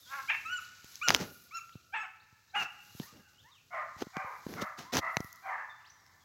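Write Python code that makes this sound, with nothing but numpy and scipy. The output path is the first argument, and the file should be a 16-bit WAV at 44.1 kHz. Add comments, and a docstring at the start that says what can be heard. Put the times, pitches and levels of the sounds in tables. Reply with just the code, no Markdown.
"""Open woodland with tall grass: hunting dogs, heard by a small camera carried along. One yelps high, one yaps,
hoarse ones bark far off, all voiced as harmonics shaped by throat and mouth plus rough breath.
Trunks scatter every call into a long noise tail. Birds whistle faintly as gliding sines; grass swishes as
grainy coloured noise, stalks scuff and snap against the carrier, and the camera housing is knocked."""
import sys
import numpy as np
from scipy import signal
from scipy.fft import rfft, irfft
from scipy.io import wavfile
from scipy.ndimage import uniform_filter1d

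SR = 44100
rng = np.random.default_rng(int(sys.argv[2]) if len(sys.argv) > 2 else 0)


def generate_wav(sig):
    """Save sig (samples, or channels by samples) to the path in sys.argv[1] as 16-bit PCM at SR."""
    pcm = np.round(np.clip(np.atleast_2d(sig).T, -1, 1) * 32767).astype(np.int16)
    wavfile.write(sys.argv[1], SR, pcm)


def ratio(d):
    """dB to gain"""
    e = np.asarray(d, float) / 20
    return 10 ** e


N = 275184
T = np.arange(N) / SR


def shape_db(points, hz):
    """A (frequency [Hz], level [dB]) spectrum read on a log-frequency axis."""
    f, db = np.transpose(points)
    return np.interp(np.log(np.maximum(hz, 1)), np.log(f), db)


def colour(x, points, size=4096):
    """Causal minimum-phase filter with the given spectrum, from the folded cepstrum; unit power gain."""
    gain = ratio(shape_db(points, np.arange(size // 2 + 1) * SR / size))
    cepstrum = irfft(np.log(gain))
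    cepstrum[1:size // 2] *= 2
    cepstrum[size // 2 + 1:] = 0
    impulse = irfft(np.exp(rfft(cepstrum)))[:size // 2]
    return signal.fftconvolve(x, impulse / np.sqrt(np.sum(impulse ** 2)))[:len(x)]


def walk(rate):
    """Random levels, each held 1 / rate s and then slewed twice; spread near 1."""
    hold = max(int(SR / rate), 1)
    steps = np.repeat(rng.standard_normal(N // hold + 1), hold)
    return 1.3 * uniform_filter1d(uniform_filter1d(steps, hold), hold)[:N]


def span(rows, fade_s):
    """Sample range of one event, its columns along time, and a fade at both ends."""
    s, *columns = np.transpose(rows)
    at = np.arange(int(s[0] * SR), min(int(s[-1] * SR), N))
    fade = np.clip(np.minimum(T[at] - s[0], s[-1] - T[at]) / fade_s, 0, 1)
    return at, [np.interp(T[at], s, column) for column in columns], fade


def crackle(spread_db, rate):
    """Noise whose level leaps in short grains, as when dry stalks rub; unit power."""
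    x = rng.standard_normal(N) * ratio(spread_db * walk(rate))
    return x / np.sqrt(np.mean(x ** 2))


def dog_voice(calls, mouths, throat, count, early_s, early_half_db, early_rough, late_half_db):
    """Vocal-fold harmonics through throat and mouth; uneven alternate cycles add half lines,
    roughness makes the pitch waver and lets air hiss through. Both may change early_s after the start."""
    CHANGE_S = 0.017
    FLICKER_DB = 2.5  # per kHz above 2 kHz: moving air between the trees breaks up the treble
    # overtones above OVERTONE_HZ lose OVERTONE_EFFORT dB per dB that the call is under full effort
    OVERTONE_EFFORT, FULL_EFFORT_DB, OVERTONE_HZ = 0.6, -35, 3100
    out, airflow = np.zeros(N), np.zeros(N)
    waver = 0.09 * walk(250) + 0.06 * walk(60)
    k = np.arange(1, 2 * count + 1)[:, None] / 2  # harmonic numbers, half lines included
    flicker = np.array([walk(70) for _ in k]) - 1
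    for rows, (mouth_hz, mouth_db, open_db, late_rough) in zip(calls, mouths):
        at, (hz, db), fade = span(rows, fade_s=0.0032)
        late = np.clip((T[at] - rows[0][0] - early_s) / CHANGE_S, 0, 1)
        half_db = early_half_db + late * (late_half_db - early_half_db)
        rough = np.clip(early_rough + late * (late_rough - early_rough), 0, 1)
        wavering_hz = hz * (1 + (0.04 + rough ** 2) * waver[at])
        phase = 2 * np.pi * np.cumsum(wavering_hz) / SR

        line_hz = k * hz
        opening_db = open_db * np.log2(np.minimum(line_hz, 3000) / 1500)
        resonance_db = mouth_db / (1 + ((line_hz - mouth_hz) / 300) ** 2)
        gain = ratio(shape_db(throat, line_hz) + opening_db + resonance_db + half_db * (k % 1 > 0))
        gain = gain / np.sqrt(np.sum(gain ** 2, axis=0) / 2)  # unit power
        flicker_db = FLICKER_DB * np.clip(line_hz / 1000 - 2, 0, 3) * flicker[:, at]
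        effort_db = OVERTONE_EFFORT * np.minimum(db - FULL_EFFORT_DB, 0) * (line_hz > OVERTONE_HZ)
        gain = gain * ratio(flicker_db + effort_db)

        level = fade * ratio(db)
        out[at] += level * np.sum(gain * np.sin(k * phase), axis=0)
        airflow[at] += level * 0.75 * rough * (1 + np.cos(phase))  # air escapes once per cycle
    return out + colour(airflow * rng.standard_normal(N), throat)


def yelping_dog():
    """High yelps: a mostly clean voice whose mouth resonance and opening change from call to call."""
    # one list per yelp: (time [s], pitch [Hz], level [dB])
    calls = [
        [(.447, 1240, -61), (.46, 1276, -37.5), (.48, 1319, -42), (.51, 1468, -40.5), (.535, 1477, -32.5),
         (.575, 1438, -41), (.59, 1325, -39.5), (.61, 1020, -64)],
        [(1.013, 1138, -40.5), (1.025, 1220, -34), (1.04, 1486, -37.5), (1.085, 1380, -30)],
        [(1.508, 1067, -52), (1.53, 1296, -48), (1.555, 1380, -38.5), (1.582, 1348, -38), (1.6, 1058, -55.5)],
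        [(1.953, 1264, -49.5), (1.975, 1287, -45.5), (2.015, 1329, -42.5), (2.04, 1268, -43)],
        [(2.55, 1298, -45), (2.568, 1451, -33.5), (2.6, 1406, -35), (2.63, 1308, -33)],
        [(3.03, 902, -48.5), (3.05, 945, -63), (3.09, 1253, -60.5), (3.125, 1136, -68)],
        [(3.43, 832, -78.5), (3.455, 886, -59), (3.53, 1282, -73), (3.575, 1000, -78)],
        [(4.85, 940, -54), (4.88, 1024, -55), (4.92, 1090, -54)],
    ]
    # mouth of each yelp: (resonance [Hz], boost [dB], opening [dB per octave],
    # roughness after early_s [0-1], for longer calls only)
    mouths = [(3080, 8, 1, .05), (2500, 8.5, -0.5, .1), (2860, -3.5, 5.5, .06), (2610, 4, 4.5, 0.1),
              (2800, 15.5, 1.5, 0.24), (1946, 3, -7.5, 0), (2080, 1.5, -11.5, 0.12), (1000, 4, -14, 0.4)]
    # throat spectrum: (frequency [Hz], level [dB])
    throat = [(700, -26), (1400, -1), (2800, -10.5), (4200, -26.5), (5600, -22), (7000, -14.5),
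              (8500, -37.5), (12000, -28.5)]
    return dog_voice(calls, mouths, throat, count=6, early_s=0.2, early_half_db=-44, early_rough=0.08,
                     late_half_db=-47)


def yapping_dogs():
    """A hoarse low bark, then yaps; the folds soon beat unevenly, so that strong half lines appear."""
    # one list per call, first a hoarse low bark of another dog, then three yaps:
    # (time [s], pitch [Hz], level [dB])
    calls = [
        [(.06, 472, -65), (.095, 510, -57.5), (.125, 552, -42.5), (.138, 536, -37.5), (.165, 567, -43),
         (.2, 547.5, -39), (.23, 518, -54.5)],
        [(.272, 658, -65), (.29, 785, -32.5), (.302, 849, -23.5), (.314, 954, -32.5), (.319, 774.4, -29.5),
         (.332, 888.6, -35.5), (.352, 877, -31.5), (.372, 804, -72)],
        [(1.922, 751.4, -65), (1.94, 803.7, -33.5), (1.953, 930, -35), (1.965, 869.6, -35), (2.02, 866, -47),
         (2.06, 691, -44)],
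        [(2.527, 718, -80), (2.545, 776.6, -40), (2.56, 837.6, -32.5), (2.575, 876, -35.5),
         (2.61, 785.6, -42.5), (2.64, 702, -42.5)],
    ]
    # mouth of each call: (resonance [Hz], boost [dB], opening [dB per octave], roughness after early_s [0-1])
    mouths = [(1380, 18, -5, .32), (2320, 6.3, 10.5, 0.33), (1700, 0.64, -1.4, 0.48), (2930, 1, -7, 0.66)]
    # throat spectrum: (frequency [Hz], level [dB])
    throat = [(400, -29.5), (850, 1), (1700, 2.5), (2600, 2.5), (3300, -10.5), (4200, -26), (6000, -33.5),
              (12000, -43.5)]
    return dog_voice(calls, mouths, throat, count=8, early_s=0.01, early_half_db=-46, early_rough=-0.05,
                     late_half_db=-6)


def hoarse_dogs():
    """Barks rough throughout: each swells as its pitch climbs a little, then fades as the pitch sags."""
    # each bark, or part of one that breaks to another pitch:
    # (time [s], length [s], top pitch [Hz], top level [dB], mouth resonance [Hz])
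    bark_rows = [(3.704, .11, 708, -39, 690), (3.76, 0.16, 568, -54, 1180), (4.129, 0.062, 788, -40, 2167),
                 (4.161, 0.18, 574.8, -46.5, 580), (4.544, 0.15, 682, -43, 1544),
                 (4.993, 0.1223, 685.6, -39.5, 2100), (5.421, .09, 734, -43, 756),
                 (5.456, 0.17, 973, -42, 1940)]
    # throat spectrum: (frequency [Hz], level [dB])
    throat = [(300, -32), (600, 0), (1200, 12), (1600, 0), (2100, 4.5), (2550, -13.5), (2950, -18),
              (3600, -23), (12000, -41.5)]
    ATTACK_S, START_DB, END_DB = 0.0402, -22, -7.5  # levels against the top
    START_PITCH, END_PITCH = 0.99, 0.91  # shares of the top pitch
    MOUTH_DB, OPEN_DB_PER_OCTAVE, LATE_ROUGHNESS = 6.5, 2.5, 0.6
    calls, mouths = [], []
    for s, length, hz, db, mouth_hz in bark_rows:
        start = (s, hz * START_PITCH, db + START_DB)
        top = (s + ATTACK_S, hz, db)
        end = (s + length, hz * END_PITCH, db + END_DB)
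        calls.append([start, top, end])
        mouths.append((mouth_hz, MOUTH_DB, OPEN_DB_PER_OCTAVE, LATE_ROUGHNESS))
    return dog_voice(calls, mouths, throat, count=8, early_s=0.18, early_half_db=-20, early_rough=0.8,
                     late_half_db=-5.5)


def woodland(x):
    """Scatter off clumps of trunks: swells, falls fast and patchily, then a thin return from the far slope."""
    NEAR_T60_S, FAR_T60_S, FAR_DB, SWELL_S = 0.41, 2.71, -22.5, 0.014
    TREBLE_FADE_S = 0.18  # time constant of the extra treble loss
    t = T[:2 * SR]
    noise = rng.standard_normal(len(t)) * ratio(1.2 * walk(40)[:len(t)])
    dull = signal.sosfilt(signal.butter(2, 3000, fs=SR, output="sos"), noise)
    thin = signal.sosfilt(signal.butter(2, 900, "high", fs=SR, output="sos"), dull)
    near = (dull + (noise - dull) * np.exp(-t / TREBLE_FADE_S)) * ratio(-60 * t / NEAR_T60_S)
    far = thin * ratio(FAR_DB - 60 * t / FAR_T60_S)
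    echo = (near + far) * (1 - np.exp(-t / SWELL_S))
    return signal.fftconvolve(x, echo / np.sqrt(np.sum(echo ** 2)))[:N]


def snaps():
    """Snapping stalks: a sharp crack, a short ring of the stalk and a few milliseconds of splinters."""
    # (time [s], peak level [dB], ring [Hz], brightness [dB per octave])
    snap_rows = [(0.845, -35, 2500, 8), (0.9223, -46, 3900, 6), (0.9563, -30, 6430, 9),
                 (1.0707, -38, 1490, -1), (1.0784, -20.5, 1580, -0.5), (1.0851, -6.5, 6270, 0),
                 (1.0924, -9.5, 2830, 2.5), (1.1049, -5.5, 1800, 0.5), (1.1099, -25, 3025, 1),
                 (1.1423, -18, 7500, 5.5), (1.1475, -4, 3300, 3), (1.1632, -20, 1500, 2.5),
                 (1.5713, -33, 2500, 6.5), (1.6941, -44.5, 2580, 1.5), (2.9985, -33, 3670, -0.5),
                 (4.0228, -25, 1580, -3), (4.1684, -26, 1730, -1), (4.4674, -36.5, 1500, -2.5),
                 (4.5389, -29.5, 2020, 1), (4.6199, -31, 1880, -3), (4.9302, -43, 1790, 8.5),
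                 (4.947, -35, 4800, 16), (4.9695, -13, 1490, 1.5), (5.169, -11.5, 2236, -0.5),
                 (5.2051, -29.5, 1860, 6), (5.2452, -33, 1890, 14.5), (5.3286, -28.5, 7100, 21),
                 (5.3592, -38, 2006, 13), (6.0648, -45.5, 1830, 2.5)]
    # crack spectrum: (frequency [Hz], level [dB per Hz])
    spectrum = [(180, -55.5), (300, -4), (774, 1.5), (1430, -2.5), (2250, -1), (2980, 2), (4910, 2),
                (6200, 2), (8640, -25.5), (13100, -15.5), (16000, -22)]
    out, t = np.zeros(N + 1024), T[:1024]
    for s, db, hz, bright_db in snap_rows:
        ring = 0.4 * np.sin(2 * np.pi * hz * t) * np.exp(-t / 0.0004)
        splinters = 0.15 * rng.standard_normal(len(t)) * np.exp(-t / 0.0012)
        burst = (t == 0) + ring + splinters
        tilted = [(f, level + bright_db * np.log2(f / 4000)) for f, level in spectrum]
        crack = colour(burst, tilted, size=512)
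        out[int(s * SR):][:len(t)] += ratio(db) * crack / np.max(np.abs(crack))
    return out[:N]


def scuffs():
    """Stalks dragged over the housing: a gritty rasp with a rumble of the body under it."""
    # (time [s], hold [s], release [s], rasp level [dB], body rumble above the rasp [dB])
    scuff_rows = [(1.076, 0.068, 0.071, -39.5, 0), (1.186, 0.017, 0.11, -41.5, 3),
                  (1.29, 0.059, 0.21, -81, 15), (2.542, 0.032, .02, -55, -5),
                  (2.584, 0.036, 0.053, -46, -7.5), (2.991, 0.0087, 0.082, -56.5, 1),
                  (3.118, 0.062, 0.056, -68, 10), (3.973, .025, 0.01, -52, -11),
                  (4.006, 0.00167, 0.023, -43, 6.5), (4.473, 0.115, 0.017, -55, 7.5),
                  (4.605, 0.0031, 0.029, -38.5, 0.5), (4.773, 0.0069, 0.12, -45, -6.5),
                  (4.921, 0.057, 0.014, -32, -2), (5.007, 0.034, 0.085, -74, 7)]
    # rasp spectrum: (frequency [Hz], level [dB per Hz])
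    rasp_spectrum = [(180, -54), (300, -8), (546, -27.5), (689, -0.5), (762, -3.5), (842, -3.5), (1340, -5),
                     (2070, -7), (2250, -10), (6200, -9.5), (8790, -28.5), (12100, -23), (16000, -25)]
    # body rumble spectrum: (frequency [Hz], level [dB per Hz])
    body_spectrum = [(18, -41.5), (30, -11), (205, -2), (608, -10.5), (678, -26), (757, -20.5),
                     (800, -13.5), (1040, -39.5), (1760, -120)]
    ATTACK_S, START_DB, END_DB = 0.014, -16.5, -25  # levels against the hold
    rasp, body = np.zeros(N), np.zeros(N)
    for s, hold, release, db, body_db in scuff_rows:
        top = s + ATTACK_S
        rows = [(s, START_DB), (top, 0), (top + hold, 0), (top + hold + release, END_DB)]
        at, (envelope_db,), fade = span(rows, fade_s=0.001)
        rasp[at] += fade * ratio(db + envelope_db)
        body[at] += fade * ratio(db + envelope_db + body_db)
    gritty = colour(rasp * crackle(spread_db=2.0, rate=1200), rasp_spectrum)
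    return gritty + colour(body * rng.standard_normal(N), body_spectrum)


def knocks():
    """The housing flexes: a low swing whose pitch sags as it dies."""
    # (time [s], peak level [dB], pitch before the sag factor [Hz], ring time to -60 dB [s])
    knock_rows = [(0.844, -43.5, 109, 0.0053), (1.15, -29, 387, 0.054), (1.209, -26.5, 223, 0.045),
                  (1.755, -36, 140, 0.038), (2.327, -53.5, 116, 0.048), (2.95, -41.5, 135.5, 0.03),
                  (3, -26.5, 195, 0.034), (3.128, -50, 137, 0.046), (3.965, -44, 91, 0.032),
                  (4.021, -23, 255, 0.018), (4.069, -36, 192.6, 0.016), (4.169, -30.5, 198, 0.036),
                  (4.246, -44, 109, 0.026), (4.466, -26.5, 211, 0.018), (4.62, -29.5, 307, 0.044),
                  (5.17, -25.5, 156, 0.025), (5.204, -24, 157, 0.008), (5.246, -39, 116, 0.021)]
    out, t = np.zeros(N + 4096), T[:4096]
    sag = 0.677 + 1.11 * np.exp(-t / 0.0026)  # pitch factor
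    for s, db, hz, t60 in knock_rows:
        swing = np.sin(2 * np.pi * hz * np.cumsum(sag) / SR) * ratio(-60 * t / t60)
        out[int(s * SR):][:len(t)] += ratio(db) * swing / np.max(np.abs(swing))
    return out[:N]


def grass():
    """Near blades swish in grains, far leaves hiss and flutter, movement rumbles in the housing."""
    # (time [s], carrier brushing through the grass [dB], leaves stirring farther off [dB])
    motion = [(0, -72, -64), (.11, -57, -56.5), (.26, -64, -57), (.5, -66, -62.5), (.62, -62, -58),
              (.78, -72.5, -62.5), (.94, -61, -57), (1.301, -62.5, -62.5), (1.75, -74.5, -68.5),
              (2.2, -88.5, -76), (2.55, -84, -70.5), (2.75, -72.5, -65.5), (2.9, -68.5, -63),
              (3.03, -59, -55.5), (3.1, -66, -61), (3.2, -76, -70.5), (3.7, -80.5, -71.5),
              (4.141, -71, -63.5), (4.3, -75.5, -68.5), (4.55, -62.5, -62.5), (4.76, -76.5, -69),
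              (5.3, -66.5, -66), (5.6, -84, -72.5), (6.24, -81.5, -72)]
    # near blades: (frequency [Hz], level [dB per Hz])
    swish_spectrum = [(3000, -36.5), (6000, -8), (8000, -17.5), (9200, -5), (11000, 4), (13000, 5.5),
                      (15500, -1)]
    # far leaves: (frequency [Hz], level [dB per Hz])
    leaves_spectrum = [(400, -25), (900, -7), (1400, 0), (2500, -6.5), (4000, 3.5), (6500, 3), (8000, -4.5),
                       (9500, -37)]
    # housing rumble: (frequency [Hz], level [dB per Hz])
    rumble_spectrum = [(15, -71), (25, -25.5), (84, 7), (200, -2.5), (424, -9), (508, -8), (644, -12.5),
                       (700, -8), (910, -35), (1540, -120)]
    RUMBLE_DB, RUMBLE_SLOPE = -52, 0.29  # the slope is dB of rumble per dB of brushing
    s, *columns = np.transpose(motion)
    swish_db, leaves_db = (np.interp(T, s, column) for column in columns)
    rumble_db = RUMBLE_DB + RUMBLE_SLOPE * swish_db + 2.2 * walk(22)
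    swish = crackle(spread_db=1.5, rate=700) * ratio(swish_db + 2.5 * walk(28))
    leaves = crackle(spread_db=1.5, rate=310) * ratio(leaves_db + 0.43 * walk(11))
    rumble = rng.standard_normal(N) * ratio(rumble_db)
    return colour(swish, swish_spectrum) + colour(leaves, leaves_spectrum) + colour(rumble, rumble_spectrum)


def birds():
    """Near-pure gliding whistles whose level wavers."""
    # each glide: (time [s], length [s], start pitch [Hz], end pitch [Hz], level before waver and mix [dB])
    glides = [(0.013, 0.072, 3770, 3200, -60.5), (.075, 0.036, 3130, 3860, -60),
              (1.72, .023, 2500, 4490, -61), (1.947, .02, 3280, 4460, -65), (2.199, 0.019, 3520, 4760, -63),
              (2.495, 0.017, 3600, 4190, -68), (3.196, 0.12, 1674, 1383, -70),
              (3.377, 0.036, 2800, 3740, -64), (3.515, 0.078, 3900, 2310, -62.5),
              (5.694, 0.037, 3608, 3530, -61), (5.799, 0.027, 3060, 2260, -69),
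              (5.845, 0.023, 2335, 4360, -60), (5.863, 0.02, 4160, 5650, -61),
              (5.899, 0.01, 5670, 6280, -53.5), (5.921, 0.16, 6060, 5250, -75),
              (6.202, 0.037, 3420, 3280, -73)]
    out = np.zeros(N)
    for s, length, from_hz, to_hz, db in glides:
        at, (hz,), fade = span([(s, from_hz), (s + length, to_hz)], fade_s=0.002)
        out[at] += fade * ratio(db) * np.sqrt(2) * np.sin(2 * np.pi * np.cumsum(hz) / SR)
    return out * ratio(2 * walk(60))


def microphone_hiss():
    """The microphone's own steady noise: white noise through a fixed spectrum."""
    # (frequency [Hz], level [dB per Hz])
    hiss_spectrum = [(30, 27), (110, 28), (350, -16), (3000, -3), (7000, -6), (8800, 0), (11500, -0.5),
                     (15500, 6.5)]
    return ratio(-72.5) * colour(rng.standard_normal(N), hiss_spectrum)


def scene():
    """Each caller reaches the microphone straight and by way of the trunks; the farther, the wetter."""
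    yelps, yaps, barks, song = yelping_dog(), yapping_dogs(), hoarse_dogs(), birds()
    direct = yelps + yaps + barks + ratio(-3) * song
    to_trunks = ratio(-8) * yelps + ratio(-9) * yaps + barks + ratio(-5) * song
    handling = snaps() + scuffs() + knocks()
    return (direct + woodland(to_trunks) + handling + grass())[None]


def roll_off(x):
    """The treble ends steeply here."""
    return signal.sosfilt(signal.butter(12, 16660, fs=SR, output="sos"), x)


def record(dry):
    """The camera adds its own hiss and cuts the lowest bass and the top."""
    x = dry + microphone_hiss()
    x = signal.sosfilt(signal.butter(2, 80, "high", fs=SR, output="sos"), x)
    x = signal.sosfilt(signal.ellip(8, 0.2, 60, 15900, fs=SR, output="sos"), x)
    return roll_off(x)


dry = scene()
out = record(dry)
generate_wav(out)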